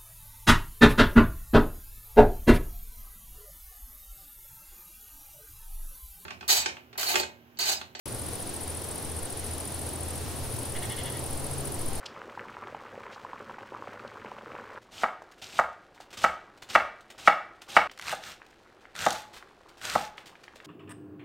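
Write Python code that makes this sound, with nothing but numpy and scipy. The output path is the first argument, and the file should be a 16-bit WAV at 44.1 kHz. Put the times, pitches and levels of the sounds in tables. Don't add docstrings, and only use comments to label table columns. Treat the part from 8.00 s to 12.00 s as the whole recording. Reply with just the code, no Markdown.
import sys
import numpy as np
from scipy import signal
from scipy.fft import rfft, irfft
from scipy.io import wavfile

SR = 44100
rng = np.random.default_rng(int(sys.argv[2]) if len(sys.argv) > 2 else 0)


def wav_record(signal):
    frames = np.transpose(np.atleast_2d(signal))
    bounded = np.clip(frames, -1, 1)
    quanta = np.round(bounded * 32767).astype(np.int16)
    wavfile.write(sys.argv[1], SR, quanta)


N = 176400
TIME = np.arange(N) / SR


def from_db(db):
    return 10 ** (np.asarray(db) / 20)


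def rms_one(x):
    return x / np.sqrt(np.mean(x ** 2) + 1e-20)


def gain_curve(levels):
    return from_db(np.interp(TIME, *np.transpose(levels)))


def at_hz(points, hz):
    f, value = np.transpose(points)
    return np.interp(np.log(np.maximum(hz, 1)), np.log(f), value)


def drift(rate_hz):
    hz = np.fft.rfftfreq(N, 1 / SR)
    return rms_one(irfft(rfft(rng.standard_normal(N)) / (1 + (hz / rate_hz) ** 2), N))


def add(track, sound, s):
    i = int(s * SR)
    if 0 <= i < N:
        track[:, i:i + sound.shape[1]] += sound[:, :N - i]


# (frequency [Hz], left-right correlation [-1..1])
STEREO_LIKENESS = [(60, 0.84), (110, 0.69), (200, 0.52), (400, 0.72), (1300, .64), (2400, 0.49),
                   (5000, 0.58), (8200, 0.45), (15000, .02)]

def wash(spectrum, flicker_db):
    hz = np.fft.rfftfreq(N, 1 / SR)
    mid, side = rfft(rng.standard_normal((2, N))) * from_db(at_hz(spectrum, hz))
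    alike = at_hz(STEREO_LIKENESS, hz)
    stereo = irfft(np.sqrt(1 + alike) * mid + np.sqrt(1 - alike) * side * [[1], [-1]], N)
    return rms_one(stereo * from_db(flicker_db * drift(6.5)))


def scatter(x, t60_s, build_s=0.0052):
    t = np.arange(SR // 2) / SR
    echoes = rng.standard_normal((2, len(t))) * from_db(-60 * t / t60_s) * np.minimum(t / build_s, 1) ** 2
    echoes /= np.sqrt(np.sum(echoes ** 2, axis=1, keepdims=True))
    return signal.fftconvolve(x[None], echoes, axes=1)[:, :N]


# (frequency [Hz], relative density [dB])
HISS_SPECTRUM = [(500, -18), (1500, 1), (2600, -0.5), (4300, 0.5), (6000, -1.5), (7500, -4.5), (11000, -4),
                 (15500, -9.5)]

def leaf_hiss():
    return from_db(-45) * wash(HISS_SPECTRUM, flicker_db=0.5)


# (frequency [Hz], relative density [dB])
CHORUS_SPECTRUM = [(7400, -19), (8000, -6.5), (8700, 8), (9000, -1), (9350, 0), (10300, -7), (11200, -1.5),
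                   (12300, -23), (14300, -25), (15200, -21), (16000, -37)]

def insect_chorus():
    return from_db(-53) * wash(CHORUS_SPECTRUM, flicker_db=2.2)


def engine_drone(hz, wander_hz=1.0, flutter_depth=0.23):
    phase = 2 * np.pi * np.cumsum(hz + wander_hz * drift(2.9)) / SR
    flutter = flutter_depth * (drift(11) + 1j * drift(11))
    return rms_one(np.real((1 + flutter) * np.exp(1j * phase)))


# (frequency [Hz], relative density [dB])
ROAD_SPECTRUM = [(40, -4), (56, 1), (75, 1.5), (110, 2.5), (170, -3.5), (250, -1), (370, -1), (700, -5.5),
                 (1000, -9.5), (1500, -18.5), (2500, -28), (6000, -29)]
RUMBLE_SPECTRUM = [(70, -21), (95, -8), (112, 2), (122, 0), (132, -9), (160, -35)]
# (time [s], level [dB])
ROAD_LEVEL = [(0.1, -41.5), (0.82, -42.5), (0.84, -47), (0.85, -41.5), (1.73, -42), (3.9, -40)]
LOW_DRONE_LEVEL = [(.1, -54), (.25, -42), (.43, -61), (.68, -42), (.99, -52), (1.15, -36.5), (1.3, -52),
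                   (1.4, -41.5), (1.55, -41), (1.7, -44), (1.88, -42), (2.33, -42), (2.44, -42),
                   (3.15, -49.5), (3.28, -42.5), (3.65, -47.5), (4, -48)]
HIGH_DRONE_LEVEL = [(0, -58), (1.4, -60), (1.9, -49.5), (2.25, -51), (3.1, -46.5), (3.55, -42.5), (4, -47)]
RUMBLE_LEVEL = [(0, -46), (1.6, -52), (2.4, -41.5), (3.3, -45.5), (4, -43)]

def traffic(low_cut_hz=52):
    road = from_db(2.5) * gain_curve(ROAD_LEVEL) * wash(ROAD_SPECTRUM, flicker_db=0.14)
    low = gain_curve(LOW_DRONE_LEVEL) * engine_drone(hz=82.46)
    high = from_db(0.5) * gain_curve(HIGH_DRONE_LEVEL) * engine_drone(hz=137.1)
    drones = (low + high) * from_db([[.7], [-.7]])
    rumble = from_db(-1) * gain_curve(RUMBLE_LEVEL) * wash(RUMBLE_SPECTRUM, flicker_db=3.2)
    low_cut = signal.butter(12, low_cut_hz, "high", fs=SR, output="sos")
    return signal.sosfilt(low_cut, road + drones + rumble)


# (frequency [Hz], relative density [dB])
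BREEZE_SPECTRUM = [(1, -10), (3, -2), (8, -3.5), (15, -9), (22, -32), (45, -42), (120, -60), (1000, -110)]
# (time [s], level [dB])
BREEZE_LEVEL = [(0, -46), (1.2, -46.5), (2.2, -46), (3.15, -46), (3.35, -39.5), (3.85, -32.5), (4, -31)]

def breeze():
    return gain_curve(BREEZE_LEVEL) * wash(BREEZE_SPECTRUM, flicker_db=-2.5)


# (frequency [Hz], width [Hz], relative level [dB])
BIRD_THROAT = [(1954, 110, 2.5), (2135, 49, -3), (2974, 160, -0.5), (3350, 95, -0.5), (4130, 200, -15)]
# (start [s], length [s], relative level [dB], upper resonance boost [dB])
BIRD_NOTES = [(2.75, .027, -39.5, -2), (2.821, 0.035, -42, 1.5), (2.895, .045, -40.5, 3),
              (2.972, 0.044, -41.5, 4), (3.045, 0.047, -41, 4), (3.130, 0.046, -46, -1)]

def distant_bird(pulses_per_s=275, jitter=.16, pitch_arch=.08, edge_s=0.011, upper_above_hz=2500):
    cycles = np.cumsum(pulses_per_s * (1 + jitter * drift(150))) / SR
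    pulses = np.diff(np.floor(cycles), prepend=0)
    rings = []
    for hz, width, db in BIRD_THROAT:
        ring = signal.lfilter(*signal.iirpeak(hz, hz / width, fs=SR), pulses)
        rings.append((hz, from_db(db) * rms_one(ring)))
    call = np.zeros(N)
    for start, length, db, boost_db in BIRD_NOTES:
        t = TIME - start
        voice = rms_one(sum(ring * from_db(boost_db * (hz > upper_above_hz)) for hz, ring in rings))
        speed = 1 - pitch_arch * np.minimum((2 * t / length - 1) ** 2, 1) ** 2
        arched = np.interp(np.cumsum(speed) / SR, TIME, voice)
        effort = np.clip(np.minimum(t, length - t) / edge_s + .5, 0, 1)
        call += from_db(db - 1) * effort * arched
    call = signal.sosfilt(signal.butter(2, [1400, 4800], "band", fs=SR, output="sos"), call)
    return call + from_db(-4.5) * scatter(call, t60_s=0.27)


TEETH_PER_S, TOOTH_JITTER, TOOTH_SPREAD_DB = 680, .1, 0.86
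TOOTH_RISE_S, TOOTH_RING_S, RIGHT_LAG_S = .00022, .00065, .000022
WING_HZ, WING_SAG_HZ, SAG_S, WING_SPREAD_HZ = 10140, 1880, 0.0011, 350
OVERTONE_RATIO, OVERTONE_DB, RASP_ABOVE_HZ, RASP_DB = 1.21, -12.5, 11500, -17.5

def wing_stroke(swell_s, fade_s, sag_at_s, teeth=20):
    step, size, detune = rng.standard_normal((3, teeth))
    when = np.cumsum(1 + TOOTH_JITTER * step) / TEETH_PER_S
    when += rng.uniform(-.5, .5) / TEETH_PER_S - when.mean()
    slope_s = np.where(when < 0, swell_s, fade_s)
    force = np.exp(-.5 * (when / slope_s) ** 2) * from_db(TOOTH_SPREAD_DB * size)
    sag = 1 / (1 + np.exp((sag_at_s - when) / SAG_S))
    pitch = WING_HZ - WING_SAG_HZ * sag + WING_SPREAD_HZ * detune
    t = np.maximum(np.arange(SR // 300) / SR - np.array([[0], [RIGHT_LAG_S]]), 0)
    ring = (1 - np.exp(-t / TOOTH_RISE_S)) * np.exp(-.5 * (t / TOOTH_RING_S) ** 2)
    noise = rng.standard_normal((teeth, t.shape[1]))
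    rasps = signal.lfilter(*signal.butter(2, RASP_ABOVE_HZ, "high", fs=SR), noise)
    for s, gain, hz, rasp, grip in zip(when, force, pitch, rasps, 1 - sag):
        left_db = 6 + 0.0048 * (hz - WING_HZ)
        pan = from_db([[left_db / 2], [-left_db / 2]])
        phase = 2 * np.pi * hz * t
        edge = from_db(OVERTONE_DB) * np.sin(OVERTONE_RATIO * phase) + from_db(RASP_DB) * rasp
        yield s, gain * pan * ring / ring.max() * (np.sin(phase) + grip * edge)


def cricket(chirps, strokes, foliage_db):
    direct = np.zeros((2, N))
    for start, db in chirps:
        for delay, *shape in strokes:
            for s, tooth in wing_stroke(*shape):
                add(direct, from_db(db) * tooth, start + delay + s)
    mono = direct.mean(axis=0)
    twigs = from_db(-8.5) * scatter(mono, t60_s=.035)
    foliage = from_db(foliage_db) * scatter(mono, t60_s=.15)
    return direct + twigs + foliage


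# (peak delay [s], swell [s], fade [s], peak to half pitch sag [s])
FAR_STROKES = [(.001, 0.0093, 0.007, .0045), (0.0246, 0.0052, 0.0057, 0.0052)]
# (time [s], relative level [dB])
FAR_EFFORT = [(0, -0.5), (1.0, -1), (2.2, -1.5), (2.4, 2.5), (2.75, -1), (4, -3)]

def far_cricket(first_s=.012, period_s=.0759):
    beats = np.arange(first_s, N / SR, period_s)
    effort_db = np.interp(beats, *np.transpose(FAR_EFFORT))
    return from_db(-36) * cricket(zip(beats, effort_db), FAR_STROKES, foliage_db=-0.5)


# (peak delay [s], swell [s], fade [s], peak to half pitch sag [s])
NEAR_STROKES = [(.0005, 0.0034, 0.0023, 0.0016), (.0230, 0.0033, 0.0033, 0.0015)]
# (time [s], relative level [dB])
NEAR_CHIRPS = [(0.0591, -35), (0.1249, -33), (0.196, -32.5), (0.2647, -34), (0.3336, -33), (0.4037, -33.5),
               (0.4729, -34), (0.5412, -33.5), (0.6109, -33.5), (0.6794, -33), (0.7494, -33), (0.8193, -34),
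               (0.8893, -33.5), (0.9588, -33), (1.0268, -33.5), (1.0962, -34.5), (1.1662, -33),
               (1.2323, -33), (1.3036, -34), (1.3738, -33.5), (1.4436, -33.5), (1.5129, -33), (1.582, -33),
               (1.6536, -33), (1.723, -33), (1.7938, -33), (1.8675, -33), (1.9363, -34.5), (2.0098, -33),
               (2.0847, -34), (2.1578, -34.5), (2.5025, -36), (2.5655, -34.5), (2.632, -33),
               (2.7002, -34.5), (2.7659, -34.5), (2.8317, -33.5), (2.8995, -33.5), (2.9666, -34),
               (3.0361, -32.5), (3.1027, -33.5), (3.1713, -33.5), (3.24, -33), (3.3082, -33), (3.3758, -34),
               (3.4445, -33), (3.5136, -34), (3.5837, -32.5), (3.653, -33), (3.7224, -32.5),
               (3.7937, -33.5), (3.862, -33.5), (3.9324, -34)]

def near_cricket():
    return from_db(5.3) * cricket(NEAR_CHIRPS, NEAR_STROKES, foliage_db=-10.5)


def scene():
    crickets = near_cricket() + far_cricket()
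    background = leaf_hiss() + insect_chorus() + traffic() + breeze()
    return crickets + background + distant_bird()


def record(dry):
    start_s, cutoff_hz = .0565, 15750
    high_cut = signal.firwin(401, cutoff_hz, fs=SR, window="blackman")
    return signal.fftconvolve(dry * (TIME >= start_s), high_cut[None], "same", axes=1)


dry = scene()
out = record(dry)
wav_record(out)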